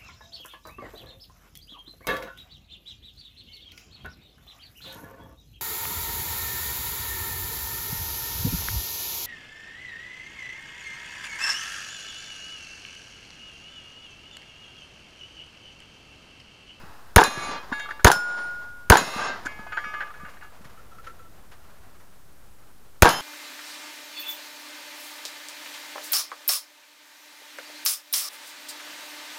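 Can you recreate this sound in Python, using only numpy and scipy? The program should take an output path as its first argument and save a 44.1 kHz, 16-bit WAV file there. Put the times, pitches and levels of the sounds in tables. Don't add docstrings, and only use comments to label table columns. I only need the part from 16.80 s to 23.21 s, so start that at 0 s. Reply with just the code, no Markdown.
import sys
import numpy as np
from scipy import signal
from scipy.fft import rfft, irfft, next_fast_len
from scipy.io import wavfile

SR = 44100
rng = np.random.default_rng(int(sys.argv[2]) if len(sys.argv) > 2 else 0)


def how_loud(loudness_db):
    steps = np.asarray(loudness_db, float) / 20
    return 10 ** steps


def transcribe(u):
    v = np.clip(np.atleast_2d(u).T, -1, 1)
    q = np.round(v * 32767).astype(np.int16)
    wavfile.write(sys.argv[1], SR, q)


N = 282681

# start in seconds, far echo in dB, stance (0 or 1), change of the late swell in dB.
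SHOTS = [
    (0.361, -23.5, 0, 0),
    (1.246, -27.5, 0, -3),
    (2.0998, -22, 0, 2.5),
    (6.222, -22, 1, 0.1),
]
# start in seconds, peak in dB, ring against knock in dB,
# brightness in dB, pitch of the rap in Hz.
KNOCKS = [
    [(0.918, -28, -30, -40, 990), (0.925, -22.5, -8, -39, 1490), (0.9961, -28, -7.5, -6.5, 1570),
     (1.0544, -36, -14.5, -40, 1290), (1.0884, -32.5, -7, -36, 1320), (1.101, -45, -41, -30, 1680),
     (1.1075, -25, -23, -15, 1520), (1.1955, -31.5, -16.5, -33, 1420)],
    [(2.502, -36, -15, -47, 1550), (2.653, -34, -30, -2, 1420), (2.66, -22.5, -13.5, -5, 1490),
     (2.72, -49, -28, -30, 1420), (2.79, -39, -5.5, -32, 775), (2.867, -34, -7, -34, 880),
     (2.923, -29.5, -6, -42, 1470), (2.972, -18, -26, -45, 1490), (2.981, -24.5, -38, -45, 1560),
     (2.989, -31.5, -11, -40, 1600), (3.028, -48, -32, -40, 1700), (3.041, -30, -4.5, -34, 1490),
     (3.139, -28.5, -9, -39, 1550), (3.206, -25, -36, -35, 1580), (3.221, -30, -25, -38, 1620),
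     (3.272, -38.5, -22, -27, 1530), (3.305, -38, -36.5, -30, 1230), (3.340, -42.5, -5, -35, 1500),
     (3.399, -44, -5, -44, 1600), (3.45, -36.5, -11, -18, 1500), (3.462, -44.5, -28, -20, 1620),
     (3.48, -40, -30, -22, 1480), (3.57, -45, -30, -24, 1580), (3.611, -41, -8.5, -18, 1710),
     (3.625, -40, -32, -22, 1370), (3.645, -44, -30, -20, 1390)],
]
# frequency in Hz, level in dB.
ECHO_COLOUR = [(60, -27.5), (150, -6.5), (400, -5), (900, 2), (1600, -1), (2300, -12.5), (5300, -16),
               (8000, -31), (16000, -55)]


def seconds(length):
    return np.arange(int(length * SR)) / SR


def add(out, piece, s):
    at = int(s * SR)
    out[at:at + len(piece)] += piece[:N - at]


def fade(t, t60):
    return how_loud(-60 * t / t60)


def coloured(spectrum, size):
    hz, db = np.transpose(spectrum)
    bins = np.linspace(1, SR / 2, size // 2 + 1)
    gain = how_loud(np.interp(np.log(bins), np.log(hz), db))
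    x = irfft(rfft(rng.standard_normal(size)) * gain, size)
    return x / np.std(x)


def drift(rate, size):
    knots = rng.standard_normal(int(size / SR * 60) + 2)
    t = seconds(size / SR + 1)[:size]
    return np.interp(t * min(rate, 59), np.arange(len(knots)), knots)


def peak(x, hz, width, db):
    w, g = 2 * np.pi * hz / SR, how_loud(db / 2)
    q = np.pi * width / SR
    zeros = [1 + q * g, -2 * np.cos(w), 1 - q * g]
    poles = [1 + q / g, -2 * np.cos(w), 1 - q / g]
    return signal.lfilter(zeros, poles, x)


def resonance(x, hz, width):
    r = np.exp(-np.pi * width / SR)
    zeros = np.array([1, 0, -1]) * (1 - r * r) / 2
    return signal.lfilter(zeros, [1, -2 * r * np.cos(2 * np.pi * hz / SR), r * r], x)


def near(hz, mode_hz):
    return np.exp(-(np.log(hz / mode_hz) / .006) ** 2)


def ring(pitches, levels_db, t60, waver_db, length, hush=0.03, start=0, swings=()):
    t, out = seconds(length + 2 * hush), 0
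    for hz, db, knots in zip(pitches, levels_db, rng.standard_normal((len(pitches), 80))):
        db = db + 3 * np.log2(hz / 1500)
        for s, mode_hz, lobe_db, half in swings:
            closeness = near(hz, mode_hz)
            if closeness > 1e-3:
                db = db + closeness * lobe_db * np.exp(-((t + start - s) / half) ** 2)
        turns = t * 18 * (1 + hz / 1e4)
        waver = how_loud(db + waver_db * (hz / 2500) ** .3 * np.interp(turns, np.arange(80), knots))
        beat_depth = np.clip(.04 * waver_db + hz / 2.5e4, 0, .9)
        beat = 1 + beat_depth * np.cos(2 * np.pi * (18 + 9 * knots[-2]) * t + 3 * knots[-3])
        muffled = np.clip((length - t) / hush + 2 - hz / 5000 + .25 * knots[-1], 0, 1) ** 2
        decay = fade(t, t60 * (1500 / hz) ** .27)
        out = out + waver * beat * muffled * decay * np.sin(2 * np.pi * hz * t)
    return out


def air():
    # frequency in Hz, level in dB per Hz.
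    wind_colour = [(12, -13), (30, 0), (80, -2.5), (160, -10), (400, -15.5), (1000, -51)]
    rustle_colour = [(100, -9.5), (250, -9), (500, 3.5), (1400, 1.5), (2200, -7), (5000, -16), (12000, -34)]
    # centre in seconds, change in dB, half-length in
    # seconds.
    gusts = [
        (0, 5, 0.12),
        (.66, 14, 0.09),
        (1.52, -5, 0.094),
        (2.4, 13, 0.041),
        (2.68, 4, 0.3),
        (3.22, -2.5, 0.13),
        (3.43, 5, 0.071),
        (4.4, 2.5, 0.46),
        (5.851, -2, 0.23),
    ]
    t, size = np.arange(N) / SR, next_fast_len(N)
    gust_db = sum(db * np.exp(-((t - s) / half) ** 2) for s, db, half in gusts)
    wind = how_loud(-56 + gust_db + 0.53 * drift(6.3, N)) * coloured(wind_colour, size)[:N]

    floor_db, turn_db, linger_db, linger_t60_s = -61, -57.5, -33.5, 5
    turning = np.exp(-((t - 4.93) / 0.24) ** 2)
    power = how_loud(2 * floor_db) + how_loud(2 * turn_db) * turning
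    knocked = np.zeros(N)
    for s, db, *_ in KNOCKS[0] + KNOCKS[1]:
        knocked[int(s * SR)] = how_loud(2 * (db + linger_db))
    power = power + signal.lfilter([1], [1, -fade(2 / SR, linger_t60_s)], knocked)
    rustle = np.sqrt(power) * how_loud(2.0 * drift(42, N)) * coloured(rustle_colour, size)[:N]
    return wind + rustle


def earlier_shot():
    # frequency in Hz, level in dB.
    last_modes = [(2536, -66), (2649, -62), (2859, -65), (3903, -68), (4958, -71)]
    out, t = np.zeros(N), seconds(1.4)
    add(out, how_loud(-48) * fade(t, 2.5) * coloured(ECHO_COLOUR, len(t)), 0)
    add(out, ring(*np.transpose(last_modes), t60=1.5, waver_db=1.5, length=0.3, hush=.05), 0)
    return out


def thumps():
    # start in seconds, peak in dB, pitch in Hz.
    blows = [(0.035, -34.5, 176), (.478, -15, 230), (0.573, -17, 366), (0.576, -17, 133), (0.691, -24, 278),
             (0.92, -21.5, 252), (2.215, -16, 260), (2.362, -15.5, 224), (2.495, -35, 250),
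             (2.657, -29, 287), (2.794, -30.5, 213), (3.064, -37, 215), (3.433, -32.5, 185),
             (3.809, -38.5, 208), (3.855, -39, 148), (4.166, -42.5, 170), (4.498, -45, 154),
             (5.006, -37, 78.5)]
    out, t = np.zeros(N), seconds(.2)
    for s, db, hz in blows:
        add(out, how_loud(db) * np.sin(2 * np.pi * hz * t) * np.clip(t / 0.0013, 0, 1) * fade(t, 0.04), s)
    return out


def muzzle_blast():
    t = seconds(0.061)

    def pulse(centre, half, power=2):
        return np.exp(-((t - centre) / half) ** power)

    tones = 0.9 * np.sin(2 * np.pi * 6500 * t) + 0.66 * np.sin(2 * np.pi * 9500 * t)
    whistle = tones + 1.1 * rng.standard_normal(len(t))
    whistle = .9 * (.1 + (t / .0018) ** 2) * pulse(0, .003, 4) * whistle
    hz = 500 + 9000 * np.exp(-t / 0.0015)
    slide = np.sin(2 * np.pi * np.cumsum(hz) / SR + rng.uniform(0.012, 0.67))
    slide = 4.0 * pulse(.0034, .0012) * slide
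    push = 1.6 * pulse(.0047, .001) + .3 * pulse(.0065, .0015)
    suction = 1.0 * pulse(.0113, .0024, 4) + .15 * pulse(.009, .001) + .4 * pulse(.0012, .0006)
    rebound = .2 * np.clip((t - .0135) / .002, 0, 1) * np.exp(-(t / .028) ** 3)
    bounce = 3.5 * pulse(.0099, .00025, 4)
    return whistle + slide + bounce + push - suction + rebound


def near_echoes(reflectors):
    t = seconds(0.36)
    scatter = .075 * rng.standard_normal(len(t)) * how_loud(5 * drift(59, len(t)))
    scatter = scatter * fade(t, .3) * (t > .004)
    clicks, high = .42 * scatter, .8 * scatter
    face_s, face_loss_db = .0017, 3
    for (s, db, depth, high_db), chance in zip(reflectors, rng.standard_normal((len(reflectors), 8))):
        face = np.arange(min(1 + int(max(depth, 0) / face_s), 8))
        uneven = .15 * chance[::-1][face] * (face > 0)
        at = ((s + face_s * (face + uneven)) * SR).astype(int)
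        strength = how_loud(db - face_loss_db * face + 1.5 * chance[face])
        clicks[at] += strength
        high[at] += strength * how_loud(high_db)
    dulling = signal.butter(3, 2300, fs=SR, output="sos")
    dull, high = signal.sosfilt(dulling, [clicks, high])
    body = 26.1 * resonance(resonance(dull, 870, 520), 830, 950)
    body = body - 14.0 * resonance(resonance(high, 1600, 300), 1600, 660)
    body = body + 20.0 * resonance(dull, 430, 150)
    body = peak(body, 1230, 290, -7)
    bright = 1.9 * resonance(scatter, 3300, 3500) + 1.8 * scatter * fade(t, 0.12)
    return bright + body + 1.3 * resonance(clicks * fade(t, 0.08), 3600, 2800)


def far_echo(t, swell_db):
    ground = how_loud(8.5 - 69.5 * t)
    berm = how_loud(-7 + swell_db) * np.exp(-.5 * ((t - 0.29) / 0.093) ** 2)
    trees = how_loud(-7 - 32 * t)
    rise = np.clip(t / 0.058, 0, 1) ** 2
    return rise * np.sqrt(ground ** 2 + berm ** 2 + trees ** 2)


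def shots():
    # delay after the shot in seconds, level in dB, depth in seconds, upper ring in dB.
    reflectors = [
        [(.0046, -3.5, 0.0014, -0.5), (.0108, -6, .002, 1), (.0202, -4, .0036, 15.5), (.0243, 10, 0.0015, -4.5),
         (.0285, 6.5, 0, -3), (.0318, -6, 0.0048, -3), (.0352, 3, 0, -5), (.041, 0.5, 0, -3),
         (.0495, -7, 0.0052, -2.5), (.0553, 7, 0.0029, -8), (.0695, -6.5, .004, 12), (.085, -9, 0.013, -1),
         (.113, -14, 0.0035, 5)],
        [(.0046, -4, 0, 0), (.0102, 6, 0, -10.5), (.0255, 0, 0.0083, 3.5), (.0336, 8.5, 0.00068, -7),
         (.0398, 6.5, 0, -0.5), (.0462, 1.5, 0.0022, -1), (.0505, -0.5, 0.0048, -2), (.0605, -4, 0.008, 4),
         (.067, -7, 0, -5), (.078, -4, 0.00072, -1), (.113, -14, 0.024, 11)],
    ]
    # delay after the shot in seconds, level in dB.
    slide_ticks = [(0.0594, 1), (.061, -4.5), (.066, -11.5)]
    # delay after the shot in seconds, level in dB.
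    low_echoes = [
        (0.055, -20.5),
        (0.119, -24.5),
    ]
    out, t = np.zeros(N), seconds(1.4)
    click = 1. * (t[:400] == 0)
    tick = resonance(resonance(click, 10000, 1500), 10000, 3000)
    low_push = np.sin(2 * np.pi * 175 * t) * fade(t, 0.048)
    for s, far_db, stance, swell_db in SHOTS:
        lumps_db = 1.7 * drift(50, len(t))
        add(out, muzzle_blast(), s - .0008)
        add(out, near_echoes(reflectors[int(round(stance))]), s)
        add(out, how_loud(far_db + lumps_db) * far_echo(t, swell_db) * coloured(ECHO_COLOUR, len(t)), s)
        for after, db in slide_ticks:
            add(out, how_loud(db) * tick, s + after)
        for after, db in low_echoes:
            add(out, how_loud(db) * low_push, s + after)
    return out


def strikes():
    strike_s = [.4377, 1.3157, 2.1712, 6.2905]
    # ring in dB, splash in dB, decay t60 in seconds, seconds until the falling plate turns away.
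    blows = [
        (-25, -8.5, 1.86, 0.31),
        (-10.5, -3.5, 1.217, 1.6),
        (-29, -9.5, 2.17, 0.32),
        (-31, -10, 3.8, .91),
    ]
    # frequencies in Hz, then levels in dB.
    plate_hz = [
        [1174, 1677, 2078, 2229, 2490, 2815, 3208, 3580, 3688, 4043, 4646, 5300, 5798, 6032, 6204, 6581, 6982,
         7311, 7445, 8971, 9695, 9865, 10255, 10651, 10845, 11367, 12775, 13614, 14212, 14470],
        [1437, 5289, 6955, 7224, 7730, 8885, 9135, 9281, 9515, 9822, 10532, 10971, 13779, 14104],
        [1192, 1577, 2105, 2261, 2525, 2853, 2988, 3243, 3418, 3725, 3919, 4075, 4791, 5351, 5860, 6325, 6670,
         7004, 7531, 8433, 9598, 10403, 10802, 11415, 12468, 12950, 13722, 14118, 14258, 14567],
        [2767, 2964, 3114, 3505, 4121, 4850, 5149, 6110, 6403, 6608, 6885, 7192, 7499, 8040, 8438, 9257, 9908,
         10446, 10683, 11184, 12260, 12764, 13068, 13625, 13940, 14425],
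    ]
    plate_db = [
        [-1.5, -9, -14, -17, -10.5, -12, -16.5, -18, -12, -8, -22, -18, -27, -24, -26, -17.5, -25.5, -29, -28,
         -23.5, -30.5, -35, -32, -27.5, -34, -36, -36, -39, -38, -40],
        [0.5, -30.5, -45, -34.5, -48, -53, -51, -49, -38, -49.5, -51.5, -49, -53, -50],
        [-4, -4, -3.5, -21, -6.5, -12, -15, -14.5, -17, -9.5, -15.5, -9, -15, -12.5, -21, -20, -8, -21, -21,
         -22, -20.5, -27, -21.5, -33, -35, -33, -27.5, -37.5, -30, -29],
        [-7.5, -7.5, 2.5, -10, -12.5, -17.5, -7.5, -18, -14, -10.5, -19, -24, -15, -31, -21, -20, -19, -18.5,
         -26, -18, -24.5, -29, -24, -25, -21, -24],
    ]
    # centre in seconds, mode in Hz, change in dB, half-length in seconds.
    swings = [(0.456, 1677, 12, 0.034), (0.581, 1677, 14.5, 0.039), (0.39, 2000, -6, .04),
              (.63, 2229, 16, 0.058), (0.74, 2229, -12, 0.043), (0.47, 2490, 7.5, .04),
              (.455, 3688, 3, 0.02), (0.73, 3688, -22, 0.04), (.455, 4043, 6, .025), (0.75, 4043, -6, 0.04),
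              (0.43, 4646, -12, 0.091), (0.75, 5300, -7, .08), (0.59, 6581, -10, 0.021),
              (.45, 6982, 16.5, 0.012), (.64, 6982, 18, 0.016), (0.69, 9695, 14, 0.065),
              (0.704, 10651, 13, .04), (0.70, 1174, 7, 0.1), (1.33, 1437, -5.5, 0.043),
              (1.37, 5289, 13, 0.057), (1.53, 7224, 1, 0.034), (1.643, 9515, 13, 0.056),
              (1.2, 9822, 32, .05), (2.39, 1192, 14, 0.087), (2.31, 1577, -11, 0.036),
              (2.51, 1577, 15, 0.054), (2.42, 2700, 19.5, 0.17), (2.32, 3725, 3, .06),
              (2.41, 3919, 9, 0.018), (2.19, 4075, 7, 0.028), (2.35, 4075, 5, .04), (2.46, 5351, 8, 0.034),
              (2.185, 7700, 12.5, 0.029), (2.185, 7004, 16.5, .02), (2.185, 6900, 10.5, .02),
              (6.37, 5149, 9.5, 0.046), (6.30, 3114, -14, .015), (6.31, 2964, 7, .03),
              (6.31, 6403, -3, 0.038), (6.34, 11184, 1, .03), (6.33, 4121, 4, 0.031), (6.33, 6110, 7, .04),
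              (0.71, 4646, 12, 0.046), (0.64, 2490, 5.5, 0.084), (2.37, 6670, -8, 0.11),
              (2.22, 7531, -3, .06), (0.54, 4043, -5, .03), (2.43, 1577, 17, 0.009), (2.25, 5351, 8, .02)]
    waver_db, minor_modes = [1.0, .6, 1.0, .8], [44, 0, 44, 24]
    out, t = np.zeros(N), seconds(.2)
    for k, (s, (ring_db, splash_db, t60, turns_away)) in enumerate(zip(strike_s, blows)):
        minor_hz = rng.uniform(1800, 15000, minor_modes[k])
        minor_db = np.interp(minor_hz, plate_hz[k], plate_db[k]) - 3
        hz, db = np.append(plate_hz[k], minor_hz), np.append(plate_db[k], minor_db)
        length = min(turns_away, N / SR - s + .2)
        rung = ring(hz, db, t60, waver_db[k], length, hush=0.06, start=s, swings=swings)
        add(out, how_loud(ring_db) * rung, s)
        crack = fade(t, .018) + 0.14 * fade(t, 0.32)
        add(out, how_loud(splash_db) * resonance(rng.standard_normal(len(t)), 3100, 7000) * crack, s)
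    return out


def clatter():
    # frequencies in Hz, then levels in dB.
    fallen_hz = [
        [877, 1176, 1680, 2081, 2231, 2495, 2770, 3214, 3367, 3701, 4059, 4336, 4648, 4829, 5582, 6218, 6988,
         8775, 9426, 9733, 10287, 10885],
        [888, 1192, 1253, 1505, 1693, 2105, 2258, 2522, 2805, 2985, 3243, 3413, 3612, 4379, 4692, 4953, 5472,
         5709, 6272, 6648, 6861, 7055],
    ]
    fallen_db = [
        [-9.5, -11, 1.5, -17, -11.5, -22, -15, -23, -21.5, -15.5, -25.5, -24, -27, -26.5, -35, -31, -26.5, -32,
         -35.5, -39, -37.5, -42],
        [-14, -10.5, -3.5, -9, -0.5, -13.5, -12, -14, -22, -26, -22.5, -33, -34, -34, -29, -33, -35, -40.5, -38,
         -37, -31, -42],
    ]
    stifled = [1.069, 1.17, 1.248, 2.558, 2.915, 3.284, 3.445, 3.585, 3.67]
    # knock in seconds, mode in Hz, change in dB.
    accents = [(.924, 877, 0.5), (.924, 1176, 1), (.924, 3367, -4), (.996, 3701, 6), (.996, 2231, 10.5),
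               (.996, 3214, 12), (.996, 1680, -25), (.996, 3367, 8), (1.054, 1176, 22), (1.054, 877, 14),
               (1.088, 1176, 8), (1.088, 1680, -20), (1.107, 3701, 9), (2.66, 1192, -14), (2.66, 1253, -11),
               (2.66, 1505, -13), (2.66, 2258, 7), (2.66, 2105, 8), (2.72, 2258, 3), (2.66, 2805, 6),
               (2.923, 4379, 8), (2.923, 2522, 1), (2.72, 1192, -13), (2.79, 1192, -2), (2.79, 2258, -13),
               (2.79, 888, 16), (2.867, 1192, -1), (2.867, 2258, -6), (2.923, 1253, 4.5),
               (2.923, 1192, -10), (2.973, 1253, 11), (2.973, 1192, 17), (2.973, 3243, 10),
               (2.973, 2985, 11), (3.041, 2258, 8), (3.041, 2805, 4), (3.041, 3243, 5), (3.041, 3612, 12.5),
               (3.041, 1253, 3.5), (3.139, 2105, 7), (3.139, 2985, 14), (3.139, 1192, 11.5),
               (3.139, 2258, -1), (3.221, 1253, 14), (3.221, 2522, 0), (3.399, 1192, 18), (3.45, 1192, 8),
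               (3.45, 1693, -13), (3.611, 1192, 9), (2.973, 4692, 2), (3.041, 4953, 11), (3.041, 5709, 16),
               (3.206, 5472, -2), (2.973, 5709, 8), (3.611, 2805, 14), (3.45, 2805, 10)]
    out, t = np.zeros(N), seconds(.12)
    dulling = signal.butter(2, 2800, fs=SR, output="sos")
    for knocks, hz, levels_db in zip(KNOCKS, fallen_hz, fallen_db):
        hz, levels_db = np.array(hz), np.array(levels_db)
        for s, db, ring_db, bright_db, rap_hz in knocks:
            grit = rng.standard_normal(len(t)) * np.clip(t / 0.0029, 0, 1) * np.exp(-(t / .015) ** 2)
            rap = 10.0 * resonance(resonance(grit, rap_hz, 300), rap_hz, 640)
            rap = rap + 0.53 * resonance(grit, 2400, 1900)
            rap = rap + 2.2 * resonance(grit, 970, 450) + 0.22 * resonance(grit, 420, 190)
            rap = signal.sosfilt(dulling, rap)
            rap = 2.83 * rap / np.abs(rap).max()
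            edge = how_loud(bright_db) * resonance(resonance(grit, 6000, 3800), 6160, 5100)
            add(out, how_loud(db - 5.5) * (rap + edge), s - .003)

            mode_db = levels_db + 1.5 * rng.standard_normal(len(hz)) * (levels_db < 0)
            for at, mode_hz, accent_db in accents:
                if abs(at - s) < .005:
                    mode_db = mode_db + near(hz, mode_hz) * accent_db
            mode_db = mode_db - 2.5 * np.log2(np.maximum(hz / 1700, 1))
            end = min(stop for stop in stifled if stop > s)
            rung = ring(hz, mode_db, t60=0.83, waver_db=1.2, length=end - s)
            attack = np.clip(np.arange(len(rung)) / SR / 0.0046, 0, 1)
            add(out, how_loud(db + ring_db) * rung * attack, s - .002)
    return out


def footsteps():
    # start in seconds, peak in dB.
    steps = [(3.491, -21), (3.536, -27), (3.631, -26), (3.814, -28), (3.845, -20.5), (3.861, -40),
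             (3.897, -26.5), (4.242, -23), (4.271, -23), (4.717, -22.5), (4.844, -33), (4.9, -42),
             (4.96, -36), (5.03, -36), (5.09, -40), (5.144, -33), (5.199, -29)]
    out, t = np.zeros(N), seconds(.2)
    for s, db in steps:
        grit = rng.standard_normal(len(t)) * np.clip(t / 0.0087, 0, 1) * np.exp(-t / 0.022)
        crunch = resonance(grit, 1340, 610) + 0.021 * resonance(grit, 2300, 2600)
        add(out, how_loud(db - 9.0) * crunch, s - .004)
    return out


def frame_settling():
    # frequency in Hz, level in dB.
    frame = [(495, -3), (1340, 7), (1750, -8), (2550, -17)]
    # start in seconds, level in dB, decay t60 in seconds.
    rocking = [(3.975, -46.5, 0.42), (4.114, -45, 0.14), (4.15, -42, 0.1), (4.184, -39, 0.12),
               (4.272, -25, 0.059), (4.30, -38, 0.091), (4.395, -46, 0.34), (4.456, -50, 0.07)]
    out, t = np.zeros(N), seconds(0.29)
    for s, db, t60 in rocking:
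        rub = rng.standard_normal(len(t)) * fade(t, t60) * np.clip(t / 0.007, 0, 1)
        modes = sum(how_loud(db + mode_db) * resonance(rub, hz, 48) for hz, mode_db in frame)
        add(out, 5.0 * modes, s - .006)
    return out


def scene():
    plates = strikes() + clatter() + frame_settling()
    return (air() + earlier_shot() + thumps() + shots() + plates + footsteps())[None]


def top_cut(x):
    return signal.sosfilt(signal.butter(12, 17080, fs=SR, output="sos"), x)


def record(dry):
    # frequency in Hz, width in Hz, change in dB.
    port = [(6970, 1000, 4.5), (8075, 460, -17.5), (10300, 1200, 3.5)]
    duck_db, duck_s = -10.5, np.array([.03, .14, .2, .47])
    x = dry
    for hz, width, db in port:
        x = peak(x, hz, width, db)
    x = x + how_loud(-60.5) * rng.standard_normal(x.shape)
    x = x / (1 + np.abs(x / .7) ** 6) ** (1 / 6)
    t = np.arange(N) / SR
    gain_db = sum(np.interp(t, s + duck_s, [0, duck_db, duck_db, 0]) for s, *_ in SHOTS)
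    band_limit = signal.cheby2(12, 80, 17000, fs=SR, output="sos")
    x = signal.sosfilt(band_limit, x * how_loud(gain_db))
    x = x / (1 + np.abs(x / .9) ** 10) ** .1
    return top_cut(x - .0073)


dry = scene()
out = record(dry)
transcribe(out)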